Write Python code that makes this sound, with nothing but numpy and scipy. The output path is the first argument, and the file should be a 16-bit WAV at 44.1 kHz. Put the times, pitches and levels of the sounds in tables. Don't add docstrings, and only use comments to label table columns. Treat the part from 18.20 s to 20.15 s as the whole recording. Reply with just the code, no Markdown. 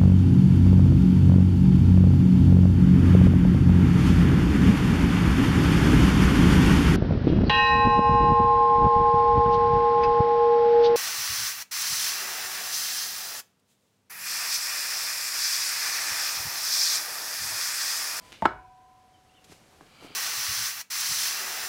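import sys
import numpy as np
from scipy import signal
from scipy.fft import rfft, irfft
from scipy.io import wavfile

SR = 44100
rng = np.random.default_rng(int(sys.argv[2]) if len(sys.argv) > 2 else 0)


def pcm_store(signal):
    levels = np.round(np.clip(np.atleast_2d(signal), -1, 1) * 32767)
    wavfile.write(sys.argv[1], SR, levels.astype(np.int16).T)


N = 85995
T = np.arange(N) / SR

# (time [s], mode level [dB], place [0 edge .. 1 flat], crack level [dB])
BLOWS = [(0.2224, -13.5, 0.16, -32), (0.2510, -11.5, 0.6, -40), (0.254, 1, 0.91, -42.5),
         (0.2574, -28, 1, -21.5), (0.2637, -13.5, 0.38, -39)]
LANDING_S = max(BLOWS, key=lambda row: row[1])[0]


def from_db(db):
    return 10 ** (np.asarray(db) / 20)


def noise(colour):
    hz, db = np.transpose(colour)
    bins_hz = np.maximum(np.arange(N // 2 + 1) * SR / N, 1)
    gain = from_db(np.interp(np.log(bins_hz), np.log(hz), db)) * (bins_hz > 18)
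    x = irfft(rfft(rng.standard_normal(N)) * gain, N)
    return x / x.std()


def lowpass(x, hz, order=2):
    return signal.sosfilt(signal.butter(order, min(hz, .45 * SR), fs=SR, output="sos"), x + 1e-18)


def decay(at_s, t60_s):
    return (T >= at_s) * from_db(-60 * np.maximum(T - at_s, 0) / t60_s)


def ring(at_s, hz, t60_s):
    build_s = min(1.884 / hz, .005)
    build = np.sin(np.pi / 2 * np.clip((T - at_s) / build_s, 0, 1)) ** 2
    return build * decay(at_s, t60_s) * np.sin(2 * np.pi * hz * (T - at_s))


def swell(peak_s, rise_s, fall_s):
    return np.exp(-.5 * ((T - peak_s) / np.where(T < peak_s, rise_s, fall_s)) ** 2)


def air():
    # (frequency [Hz], level [dB])
    colour = [(25, -11), (80, -6.5), (230, -11), (380, -14), (600, -15), (1000, -17.5), (2800, -23),
              (6000, -27), (10000, -32), (13000, -36.5), (15800, -44)]
    return from_db(-57.5) * noise(colour)


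def workshop_echo(x):
    # (frequency [Hz], level [dB])
    colour = [(40, -13.5), (150, -3), (350, -3.5), (550, -1), (850, -10.5), (1300, -1), (2000, -1.5),
              (2450, 6), (2700, 1.5), (4000, 2.5), (6000, 2.5), (15000, -10)]
    nearest_wall_s, build_s = .005, .0063
    diffuse = noise(colour)
    low = lowpass(diffuse, hz=2700, order=1)
    tail = low * decay(0, t60_s=.33) + (diffuse - low) * decay(0, t60_s=.22)
    tail *= 1 - np.exp(-np.maximum(T - nearest_wall_s, 0) / build_s)
    return signal.fftconvolve(x, tail / np.sqrt(np.sum(tail ** 2)))[:N]


def bird():
    # (time [s], length [s], start [Hz], end [Hz], level [dB])
    chirps = [(0.935, 0.03, 3200, 2960, -57), (1.09, 0.019, 2600, 2970, -58),
              (1.134, .024, 2550, 3420, -58), (1.153, .02, 3650, 3450, -61),
              (1.161, 0.036, 3200, 2560, -54.5)]
    out = 0
    for at_s, length_s, start_hz, end_hz, db in chirps:
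        along = np.clip((T - at_s) / length_s, 0, 1)
        hz = start_hz + (end_hz - start_hz) * along
        out += from_db(db) * np.sin(np.pi * along) * np.sin(2 * np.pi * np.cumsum(hz) / SR)
    return out


def grain(depth_db, bandwidth_hz):
    jitter = lowpass(rng.standard_normal(N), bandwidth_hz)
    gain = from_db(-depth_db * jitter / jitter.std())
    return gain / np.sqrt(np.mean(gain ** 2))


def scuffs():
    # (peak [s], level [dB], rise [s], fall [s], scrape re hiss [dB])
    strokes = [(0.075, -59, 0.046, 0.066, -2.5), (1.244, -53.5, .002, 0.008, -34),
               (1.318, -57.5, 0.033, 0.041, -11), (1.324, -55, 0.0063, 0.0052, 6),
               (1.582, -64, 0.32, 0.12, 1), (1.85, -56.5, 0.028, 0.023, 6.5)]
    # (frequency [Hz], level [dB])
    hiss_colour = [(300, -9), (1000, -14), (2000, -1), (4500, -1.5), (8000, -4.5), (12000, -10),
                   (16000, -23.5)]
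    scrape_colour = [(30, -4), (130, -5), (300, -6.5), (500, -2), (750, -2.5), (1100, -11), (2200, -13.5),
                     (6000, -38)]
    hiss, scrape = noise(hiss_colour), noise(scrape_colour)
    return sum(from_db(db) * swell(peak_s, rise_s, fall_s) * (hiss + from_db(scrape_db) * scrape)
               for peak_s, db, rise_s, fall_s, scrape_db in strokes)


def slides():
    # (peak [s], level [dB], rise [s], fall [s])
    strokes = [(0.138, -62, 0.11, 0.14), (1.91, -52, 0.14, .15)]
    # (frequency [Hz], level [dB])
    colour = [(100, -11.5), (400, -8.5), (1100, -5), (1350, 2.5), (1600, -10), (2050, -8), (2300, 5.5),
              (2600, -5), (3100, 3.5), (3650, -9), (4100, -1.5), (4400, -7), (4700, 0.5), (5200, -16),
              (15000, -30)]
    envelope = sum(from_db(db) * swell(peak_s, rise_s, fall_s) for peak_s, db, rise_s, fall_s in strokes)
    return noise(colour) * envelope


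def clicks():
    # (time [s], level [dB], t60 [s])
    ticks = [(0.121, -37, 0.012), (0.127, -32.5, 0.0089), (0.134, -53, 0.015), (0.1382, -49, 0.057),
             (1.243, -50.5, 0.011), (1.3245, -50, 0.006)]
    # (frequency [Hz], level [dB])
    colour = [(200, -2.5), (1200, 0.5), (2200, -9), (2800, 8.5), (3500, -2), (7000, -10.5), (15000, -30.5)]
    return noise(colour) * sum(from_db(db) * decay(at_s, t60_s) for at_s, db, t60_s in ticks)


def knocks():
    # (time [s], level [dB], cutoff [Hz])
    bumps = [(1.2955, -27.5, 101), (1.321, -54.5, 550), (1.414, -53.5, 500), (1.53, -54, 1000),
             (1.6085, -44.5, 1600), (1.823, -43.5, 600), (1.8443, -40.5, 500), (1.902, -41, 380)]
    # (frequency [Hz], level [dB], t60 [s])
    modes = [(74.1, -38.5, 0.15), (164, -6.5, 0.089), (301.7, 1, 0.075), (421, -5, 0.061), (617, -3, 0.044),
             (790, 3.5, 0.028), (1095, 12, 0.011), (1620, 5.5, 0.018)]
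    out = 0
    for at_s, db, cutoff_hz in bumps:
        for k, (hz, mode_db, t60_s) in enumerate(modes):
            gain = from_db(db + mode_db) / np.hypot(1, (hz / cutoff_hz) ** 2)
            out += (-1) ** k * gain * ring(at_s, hz, t60_s)
    return out


def floor_boom():
    # (frequency [Hz], level [dB])
    colour = [(25, -6), (55, 6), (100, 0.5), (145, -4), (200, -19.5), (400, -50)]
    rise_s = .014
    onset = np.clip((T - LANDING_S) / rise_s, 0, 1)
    return from_db(-40) * noise(colour) * onset * decay(LANDING_S, t60_s=1.05)


def rim():
    # (frequency [Hz], level [dB], t60 [s])
    modes = [(398, -34, 0.28), (621, -33.5, 0.2), (716, -56, 4), (746, -38.5, 2.64), (990, -44, 2),
             (970, -45, 1.6), (976, -55, 1.3), (1005, -40, 1.1), (1026, -44.5, 1.6), (1024, -46.5, 1.8),
             (1247, -29, 0.252), (1320, -17.5, 0.2), (1335.6, -19.5, 0.13), (1540, -65, 1.2),
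             (1550, -54, 1.5), (2340, -54, 0.83), (2520, -55, .9), (2920, -43, .35), (3390, -46.5, 0.21),
             (4490, -54, 0.2), (5260, -51.5, .22), (5140, -50, .25)]
    hum_hz = 1002
    hum = from_db(-54.5) * swell(peak_s=.055, rise_s=.035, fall_s=.035) * np.sin(2 * np.pi * hum_hz * T)
    return hum + sum(from_db(db) * ring(LANDING_S, hz, t60_s) for hz, db, t60_s in modes)


def frame_thud():
    # (frequency [Hz], t60 [s], struck at the edge [dB], struck flat [dB])
    modes = [(83, .18, -16.5, -34), (144.2, 0.11, -13, -36.5), (193.3, 0.061, -1.5, -31),
             (340, 0.036, -16, -10.5), (692, 0.04, 1, -17), (896.4, .085, -2, -18),
             (870, 0.025, -10.5, -1.5), (992, 0.021, -12.5, -9.5), (1491, .026, -41, -6),
             (1629, 0.027, -29.5, -13), (2256, 0.045, -28, -30), (3414, .02, -31, -41.5)]
    # (frequency [Hz], level [dB])
    crack_colour = [(200, -5.5), (1500, 7.5), (3500, -8.5), (6000, -15.5), (10000, -24), (16000, -34)]
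    out, crack = 0, noise(crack_colour)
    for at_s, db, place, crack_db in BLOWS:
        out += from_db(crack_db) * crack * decay(at_s, t60_s=.023)
        for hz, t60_s, edge_db, flat_db in modes:
            mode_db = edge_db + place * (flat_db - edge_db)
            out += from_db(db + mode_db) * ring(at_s, hz, t60_s)
    return out


def scene():
    contacts = frame_thud() + clicks() + knocks()
    chirps = bird()
    echo = workshop_echo(from_db(-6.5) * contacts + from_db(-7.5) * chirps)
    rumble = floor_boom()
    rubbing = (scuffs() + slides()) * grain(depth_db=1.5, bandwidth_hz=880)
    return (contacts + chirps + echo + rim() + rumble + rubbing + air())[None]


def record(dry):
    low_cut_hz, high_cut_hz, clip_level = 34.5, 15900, .5
    threshold_db, slope = -12.5, .84
    attack_s, lag_s, recover_db_per_s = .0083, .0045, 5.5
    x = dry - lowpass(dry, low_cut_hz, order=1)
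    duck_db = slope * np.maximum(20 * np.log10(np.abs(x) + 1e-9) - threshold_db, 0)
    recovery_db = recover_db_per_s * T
    held_db = np.maximum.accumulate(duck_db + recovery_db, axis=-1) - recovery_db
    late_db = np.interp(T - lag_s, T, held_db[0])
    pole = np.exp(-1 / (attack_s * SR))
    x = x * from_db(-signal.lfilter([1 - pole], [1, -pole], late_db))
    clipped = x / (1 + (x / clip_level) ** 6) ** (1 / 6)
    return signal.sosfilt(signal.ellip(10, .1, 70, high_cut_hz, fs=SR, output="sos"), clipped)


dry = scene()
out = record(dry)
pcm_store(out)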